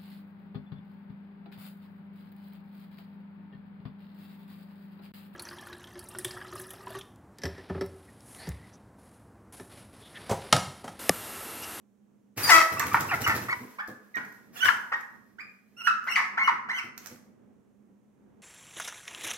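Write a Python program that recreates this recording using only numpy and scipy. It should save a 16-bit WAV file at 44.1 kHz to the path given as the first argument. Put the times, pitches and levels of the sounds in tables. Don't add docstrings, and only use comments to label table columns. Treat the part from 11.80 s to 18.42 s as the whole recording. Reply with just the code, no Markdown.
import sys
import numpy as np
from scipy import signal
from scipy.fft import rfft, irfft, next_fast_len
from scipy.io import wavfile
from scipy.ndimage import uniform_filter1d, minimum_filter1d, map_coordinates

SR = 44100
rng = np.random.default_rng(int(sys.argv[2]) if len(sys.argv) > 2 else 0)


def output_pcm(signal):
    pcm = np.clip(np.atleast_2d(signal).T, -1, 1) * 32767
    wavfile.write(sys.argv[1], SR, np.round(pcm).astype(np.int16))


N = 291942
CUT_HZ, EDGE_S = 16100, .004

# time in seconds, lag at the
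# left microphone in samples, left over right in dB, beak treble in dB per octave, room send in dB.
HEN_POSITION = [(.64, 3.5, 13.5, 10.5, 2.5), (.73, -6, 5, 3, -7), (.79, -1, 4.5, 0, -6.5),
                (1.0, -1.5, 1, -9, -4), (1.48, 6.5, 1, -4.5, -10.5), (1.71, 7.5, 0.5, -5, -14),
                (2.0, 9, -1, -7.5, -3), (2.82, 20.5, -11, -7.5, 0.5), (2.89, 27, 13, -7.5, -8),
                (3.13, -6.5, 0.5, -5, -4), (3.6, 7, -7, -5, 0.5), (4.08, -4.5, -5, -4.5, -2.5),
                (4.33, -1, 4, -2.5, 2), (4.68, -8, 1, -7.5, -5), (4.95, -6, -1.5, -3.5, -2.5)]
def hen(beaming=.11, direct_db=-2, floor_echo=.54, floor_delay_s=.001716):
    voice, n = np.zeros(N), np.arange(N)
    add(voice, *scream())
    for note, rows in (yelp, YELPS), (squeal, SQUEALS), (bark, BARKS):
        for row in rows:
            add(voice, *note(*row))
    lag, pan_db, _, room_db = follow(HEN_POSITION, n / SR)
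    floor_lag = floor_delay_s * SR * (1 + .2 * wander(N, 2.4))
    near = voice + floor_echo * np.interp(n - floor_lag, n, voice)
    left = map_coordinates(near, [n - lag], order=3)
    direct = np.array([left * amp(pan_db / 2), near * amp(-pan_db / 2)])
    to_walls = voice - beaming * above(voice, edge_hz=2200)
    return amp(direct_db) * direct + room(to_walls * amp(room_db))


# time in seconds, pitch in Hz, level in dB, roughness from 0 to 1.
SCREAM = [(.668, 1406, -34.5, .9), (.688, 999.2, -22.5, .95), (.71, 723.7, -14.5, .7),
          (0.728, 652.3, -10.5, 0.32), (0.758, 650, -11, 0.44), (.77, 646.7, -17, 0.5),
          (.782, 639.5, -15, 0.3), (.8, 657.3, -18.5, 0.69), (0.831, 625, -22, 0.47)]
def scream():
    t = np.arange(SCREAM[0][0], SCREAM[-1][0] + EDGE_S, 1 / SR)
    return syrinx(t, *follow(SCREAM, t),
                  slope_db=-1.5, half_db=-6, undertone_db=-8.5, rasp_db=-3, jitter=.05, warble=.014)


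# start and length in seconds, first and top pitch in Hz,
# level and swell in dB, roughness from 0 to 1.
YELPS = [(0.964, 0.011, 1108, 1250, -33, 13, 0.54), (1.116, 0.011, 1180, 1190, -27.5, 2, .2),
         (1.685, 0.045, 967, 2237, -27, 6, 0.5), (1.986, .026, 998, 1752, -31.5, 1.5, .5),
         (3.119, 0.03, 797, 1883, -26, 4.5, 0.65), (3.585, 0.031, 1375, 2470, -41, 6, 0.18),
         (4.268, 0.024, 1106, 2146, -30.5, 17, 0.52), (4.574, .067, 1201, 2158, -25.5, -2.5, 0.62),
         (4.887, 0.032, 1300, 2079, -27.5, 12, 0.47)]
def yelp(s, length, first_hz, top_hz, level_db, swell_db, rough, climb_s=.013, clearing=.41):
    t, progress = note_time(length)
    climb = 1 - np.exp(-(t / climb_s) ** 2)
    hz = first_hz + (top_hz - first_hz) * climb
    return syrinx(s + t, hz, level_db + swell_db * (progress - .5), rough * (1 - clearing * climb),
                  slope_db=-5, half_db=-5, undertone_db=3.5, rasp_db=-1, jitter=.032, warble=.017)


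# start and length in seconds, top pitch in Hz, arch depth as a share
# of that pitch, level and swell in dB, roughness from 0 to 1.
SQUEALS = [(0.632, 0.03, 4720, 0.03, -27.5, -17.5, 0.42), (0.975, 0.017, 2650, 0, -36.5, 17, 0.05),
           (1.286, .03, 2750, 0.24, -30, 9.5, 0.65), (1.435, 0.023, 2950, 0.38, -30, 8, 0.17),
           (2.755, 0.016, 2860, .15, -44.5, 12, .35), (2.769, 0.03, 3426, 0, -41.5, 0, .3),
           (2.802, 0.077, 3042, 0.11, -29, 3, 0.41), (3.966, .058, 2852, 0.1, -43, 5.5, 0.31),
           (4.033, 0.035, 2895, 0.03, -34.5, 14, 0.34), (4.287, .04, 2820, 0.06, -35, 13, 0.29),
           (4.328, 0.034, 2954, .06, -38, 0.5, 0.3), (4.633, 0.039, 2942, 0.15, -33.5, -6, 0),
           (4.917, .082, 3077, 0.37, -40.5, 19, 0.58)]
def squeal(s, length, top_hz, arch, level_db, swell_db, rough, fraying=.5, rise_s=.009):
    t, progress = note_time(length)
    from_middle = 2 * progress - 1
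    hz = top_hz * (1 - arch * abs(from_middle) ** 3.2)
    start, note = syrinx(
        s + t, hz, level_db + swell_db * (progress - .5), rough * (1 + fraying * from_middle),
        slope_db=-3.5, half_db=-8.5, undertone_db=-3, rasp_db=-6.5, jitter=.05, warble=.012)
    return start, note * (1 - np.exp(-t / rise_s))


# start and length in seconds, first and last pitch in Hz,
# level and swell in dB, roughness from 0 to 1.
BARKS = [(0.998, 0.052, 1285, 1163, -30.5, -20.5, 1), (1.143, 0.042, 980, 881, -25, -19, 0.87),
         (1.315, 0.034, 1196, 689.4, -25, -3.5, 0.45), (1.465, .022, 1420, 1291, -22, -6, 1),
         (1.491, 0.066, 1030, 903, -26, -14.5, .8), (1.726, 0.021, 1130, 928, -27.5, -24, 0.42),
         (2.343, 0.023, 2285, 1823, -33, 8.5, 0.21), (2.368, 0.013, 1882, 1363, -31, -16, 0.56),
         (2.828, 0.022, 1470, 1502, -24.5, -4.5, 0.36), (2.855, 0.0059, 2490, 1280, -11.5, -1.5, 0.71),
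         (2.883, .01, 2372, 1304, -11.5, 0.5, 0.83), (2.893, 0.02, 1460, 1353, -21.5, -7, 0.3),
         (4.069, .01, 2336, 1136, -16, 14.5, 0.3), (4.079, 0.02, 1354, 1297, -22, -7, 0),
         (4.359, .013, 2639, 1485, -20.5, -15, 0.28), (4.371, 0.023, 1448, 1082, -26, -16.5, 0.83),
         (4.675, 0.024, 1729, 945.4, -17.5, -8, 0.42)]
def bark(s, length, first_hz, last_hz, level_db, swell_db, rough, drop_s=.006):
    t, progress = note_time(length)
    drop = 1 - np.exp(-t / drop_s)
    hz = first_hz + (last_hz - first_hz) * drop
    return syrinx(s + t, hz, level_db + swell_db * (progress - .5), rough,
                  slope_db=-3.5, half_db=-5, undertone_db=-23.5, rasp_db=-1, jitter=.055, warble=.03)


def syrinx(t, hz, level_db, rough, slope_db, half_db, undertone_db, rasp_db, jitter, warble):
    size, rough = len(t), np.clip(rough, 0, 1)
    beak_db = follow(HEN_POSITION, t)[2]
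    fast_waver = jitter * rough ** 1.5 * wander(size, 220)
    slow_waver = warble * np.minimum(hz / 2800, 1) * wander(size, 80)
    hz = hz * np.exp(fast_waver + slow_waver)
    cycles = np.cumsum(hz) / SR
    ratio = np.arange(1, 53)[:, None] / 2
    rolloff = amp(np.where(ratio < 1, undertone_db, slope_db * np.log2(ratio)))
    source = np.where(ratio % 1, amp(half_db) * rough, 1) * rolloff
    partials = source * amp(throat(ratio * hz, beak_db)) * (ratio * hz < CUT_HZ)
    partials /= np.sqrt((partials ** 2).sum(0) / 2) + 1e-9
    tone = (partials * np.cos(2 * np.pi * (ratio * cycles + rng.random((len(ratio), 1))))).sum(0)
    puffs = rng.standard_normal(size) * (1 + np.cos(2 * np.pi * cycles))
    breath_colour = [(f, throat(f, beak_db.mean()) + slope_db * np.log2(f / 1000)) for f, _ in THROAT]
    breath = unit(above(colour(puffs, breath_colour), edge_hz=850))
    rasp = amp(rasp_db) * rough * np.sqrt(2 * rough)
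    shimmer = .48 * rough
    flutter = np.exp(shimmer * (wander(size, 210) - shimmer))
    voice = (tone + rasp * breath) / np.sqrt(1 + rasp ** 2) * flutter
    fade = np.clip(np.minimum(t - t[0], t[-1] - t) / EDGE_S, 0, 1)
    return t[0] - EDGE_S / 2, voice * amp(level_db) * fade


# frequency in Hz, gain in dB.
THROAT = [(200, -24.5), (330, 2), (470, -17), (650, -10.5), (950, -0.5), (1350, 2.5), (1650, -2), (2000, 4),
          (2800, -11), (3700, -17), (5200, -12), (6800, -17.5), (8300, -21.5), (9300, -23.5),
          (12000, -22.5), (16000, -28.5)]
def throat(hz, beak_db):
    return read(THROAT, hz) + beak_db * np.clip(np.log2(hz / 2200), 0, 1.7)


# start and length in seconds, then thump level, swish level and
# change over the bout in dB.
FLAPS = [(0.577, .25, -39, -35, -11.5), (.923, .66, -37, -37.5, 4), (1.618, .15, -44, -46, 0),
         (2.434, .05, -51.5, -64.5, 0), (2.846, .05, -46, -31.5, 0)]
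# frequency in Hz, relative level in dB.
THUMP_COLOUR = [(35, -46), (58, -13.5), (85, 3.5), (150, -4), (280, -3), (500, -10), (1000, -18),
                (2500, -40.5)]
FEATHER_COLOUR = [(200, -17), (700, -0.5), (2000, 3), (3500, -7.5), (5500, -5), (9000, -9.5), (13000, -4.5),
                  (16000, -11.5)]
def wings(beats_per_s=14.4, uneven_db=3.5):
    beats = [(s + t, thump_db + change_db * t / length, swish_db + change_db * t / length)
             for s, length, thump_db, swish_db, change_db in FLAPS
             for t in np.arange(0, length, 1 / beats_per_s)]
    s, thump_db, swish_db = np.transpose(beats)
    air = colour(rng.standard_normal(N), THUMP_COLOUR)
    barbs = feathers(grain_db=3.5)
    force_db = uneven_db * np.interp(s * SR, np.arange(N), wander(N, beats_per_s))
    thump = air * bursts(s, thump_db + force_db, decay_s=.047, rise_s=.015)
    swish = barbs * bursts(s, swish_db + force_db, decay_s=.019, rise_s=.0045)
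    return at_mics(thump, room_db=-8, pan_db=-1) + at_mics(swish, room_db=.5, pan_db=6.5)


def feathers(grain_db):
    return colour(rng.standard_normal(N) * amp(grain_db * wander(N, 350)), FEATHER_COLOUR)


# start and length in seconds, level in dB.
SHUFFLES = [(0.61, 0.18, -36), (0.933, .6, -55), (1.597, 0.29, -60), (1.9, 0.83, -74), (2.4, 0.089, -69.5),
            (2.773, 0.12, -50.5), (3.0, 0.23, -67.5), (3.3, 1, -80), (4.267, 0.11, -59.5),
            (5.208, 0.095, -59.5)]
def shuffling(rise_s=.05, fade_db_per_s=145, uneven_db=2):
    t, envelope = np.arange(N) / SR, np.zeros(N)
    for s, length, db in SHUFFLES:
        rise = np.clip((t - s) / rise_s + 1, 0, 1)
        envelope += rise * amp(db - fade_db_per_s * np.maximum(t - s - length, 0))
    brushing = feathers(grain_db=.5) * envelope * amp(uneven_db * wander(N, 10))
    return at_mics(brushing, room_db=.5, pan_db=.5)


# start in seconds, level in dB.
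THUDS = [(.61, -40.5), (.775, -54), (1.623, -45), (1.805, -42), (1.828, -48.5), (2.082, -38.5),
         (2.366, -41.5), (4.72, -49), (5.04, -46), (5.31, -46.5)]
# frequency in Hz, relative level in dB.
THUD_COLOUR = [(40, -30), (120, -10.5), (210, -2), (300, -8), (520, -13.5), (900, -23.5), (2500, -38)]
def thuds():
    s, level_db = np.transpose(THUDS)
    thud = colour(rng.standard_normal(N), THUD_COLOUR)
    return at_mics(thud * bursts(s, level_db, decay_s=.026, rise_s=.0021), room_db=-2.5, pan_db=-.5)


# start in seconds, level in dB.
TICKS = [(0.574, -40), (0.9958, -21), (1.2079, -30.5), (1.4182, -30), (1.476, -29), (2.0762, -48.5),
         (2.357, -47), (2.45, -53), (2.5244, -56.5), (3.2091, -52), (4.242, -56), (4.315, -40),
         (5.1781, -37.5), (5.2601, -38), (5.2706, -40)]
# frequency in Hz, relative level in dB.
TICK_COLOUR = [(400, -10.5), (1500, 5), (3500, -7), (6000, 9), (8000, 0.5), (10500, -8.5), (14000, 2),
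               (16000, -12.5)]
def claws():
    s, level_db = np.transpose(TICKS)
    click = colour(rng.standard_normal(N), TICK_COLOUR)
    return at_mics(click * bursts(s, level_db, decay_s=.0027, rise_s=.00012), room_db=0, pan_db=-12)


# frequency in Hz, seconds to die away by 60 dB.
ROOM_T60 = [(100, 0.15), (300, 0.74), (1000, 0.62), (1800, 0.57), (3000, 0.4), (5000, 0.46), (9000, 0.44),
            (16000, 0.15)]
def room(x, mono_below_hz=450, build_s=.0035):
    t = np.arange(SR) / SR
    echoes = rng.standard_normal((2, SR)) * (rng.random((2, SR)) < .04 + 2 * t)
    echoes = echoes * (1 - np.exp(-t / build_s)) * (t > .002)
    hz, frame_s, bands = signal.stft(echoes, SR, nperseg=256)
    bands /= np.sqrt(np.minimum(.0043 + 2 * frame_s, 1))
    shared = 1 / (1 + (hz[:, None] / mono_below_hz) ** 2)
    bands[1] = shared * bands[0] + np.sqrt(1 - shared ** 2) * bands[1]
    decay = amp(-60 * frame_s / read(ROOM_T60, hz)[:, None])
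    tail = signal.istft(bands * decay, SR, nperseg=256)[1]
    return signal.fftconvolve(x[None], tail / np.linalg.norm(tail[0]), axes=1)[:, :N]


# frequency in Hz, relative level in dB.
ROOM_TONE_COLOUR = [(18, -72.5), (30, -35.5), (70, -22), (138, -12), (170, -18.5), (204, -1.5), (311, -15),
                    (404, -15), (632, -24.5), (889, -28.5), (988, -29.5), (4910, -46.5), (6210, -39.5),
                    (16000, -52)]
# time in seconds, level in dB.
ROOM_TONE_LEVEL = [(0, -67), (2.3, -67), (2.7, -57.5), (3.85, -66), (4.3, -58), (5.4, -59.5), (6.2, -65.5),
                   (6.62, -58.5)]
def room_tone(width=.73, hiss_gain_db=-69, hum_hz=203, hum_db=-66.5):
    mid, side = colour(rng.standard_normal((2, N)), ROOM_TONE_COLOUR)
    air = np.array([mid + width * side, mid - width * side])
    hiss = above(air, edge_hz=2500)
    low_db = follow(ROOM_TONE_LEVEL, np.arange(N) / SR)[0] + 1.2 * wander(N, 5)
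    low = (air - hiss) * amp(low_db)
    hum_cycles = np.cumsum(hum_hz + 3 * wander(N, 15)) / SR
    hum = np.sin(2 * np.pi * hum_cycles) * amp(hum_db + 3.9 * wander(N, 7))
    return (low + amp(hiss_gain_db) * hiss + hum) * amp([[-1.5], [1.5]])


def at_mics(x, room_db, pan_db, left_lag_samples=3):
    direct = np.array([np.roll(x, left_lag_samples) * amp(pan_db / 2), x * amp(-pan_db / 2)])
    return direct + amp(room_db) * room(x)


def bursts(times, levels_db, decay_s, rise_s):
    envelope, t = np.zeros(N), np.arange(SR // 3) / SR
    for s, db in zip(times, levels_db):
        add(envelope, s - rise_s, amp(db) * (1 - np.exp(-(t / rise_s) ** 2)) * np.exp(-t / decay_s))
    return envelope


def note_time(length):
    t = np.arange(0, length + EDGE_S, 1 / SR)
    return t, t / t[-1]


def amp(db):
    return 10 ** (np.asarray(db) / 20)


def unit(x):
    return x / np.sqrt(np.mean(x ** 2) + 1e-20)


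def read(points, hz):
    f, value = np.transpose(points)
    return np.interp(np.log(hz + 1), np.log(f + 1), value)


def follow(rows, t):
    s, *columns = np.transpose(rows)
    return [np.interp(t, s, c) for c in columns]


def colour(x, points):
    size = x.shape[-1]
    return unit(irfft(rfft(x) * amp(read(points, np.fft.rfftfreq(size, 1 / SR))), size))


def above(x, edge_hz):
    return signal.sosfiltfilt(signal.butter(2, edge_hz, "high", fs=SR, output="sos"), x)


def wander(size, rate_hz):
    padded = next_fast_len(size + 4096)
    rolloff = 1 + (np.fft.rfftfreq(padded, 1 / SR) / rate_hz) ** 4
    return unit(irfft(rfft(rng.standard_normal(padded)) / rolloff, padded))[:size]


def add(mix, s, sound):
    part = mix[..., max(round(s * SR), 0):][..., :sound.shape[-1]]
    part += sound[..., :part.shape[-1]]


def scene():
    return hen() + wings() + shuffling() + thuds() + claws() + room_tone()


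# frequency in Hz, left over right in dB.
MIC_BALANCE = [(1000, -1), (4000, -0.5), (8000, 1), (13000, -9)]
def record(dry, ceiling=.9):
    balance_db = read(MIC_BALANCE, np.fft.rfftfreq(N, 1 / SR))
    heard = irfft(rfft(dry) * amp(np.array([balance_db, -balance_db]) / 2), N)
    gain = np.minimum(1, ceiling / (abs(heard).max(0) + 1e-9))
    gain = uniform_filter1d(minimum_filter1d(gain, size=400), size=400)
    lowpass = signal.firwin(511, CUT_HZ, window=("kaiser", 9), fs=SR)
    return signal.oaconvolve(heard * gain, lowpass[None], "same")


dry = scene()
out = record(dry)
output_pcm(out)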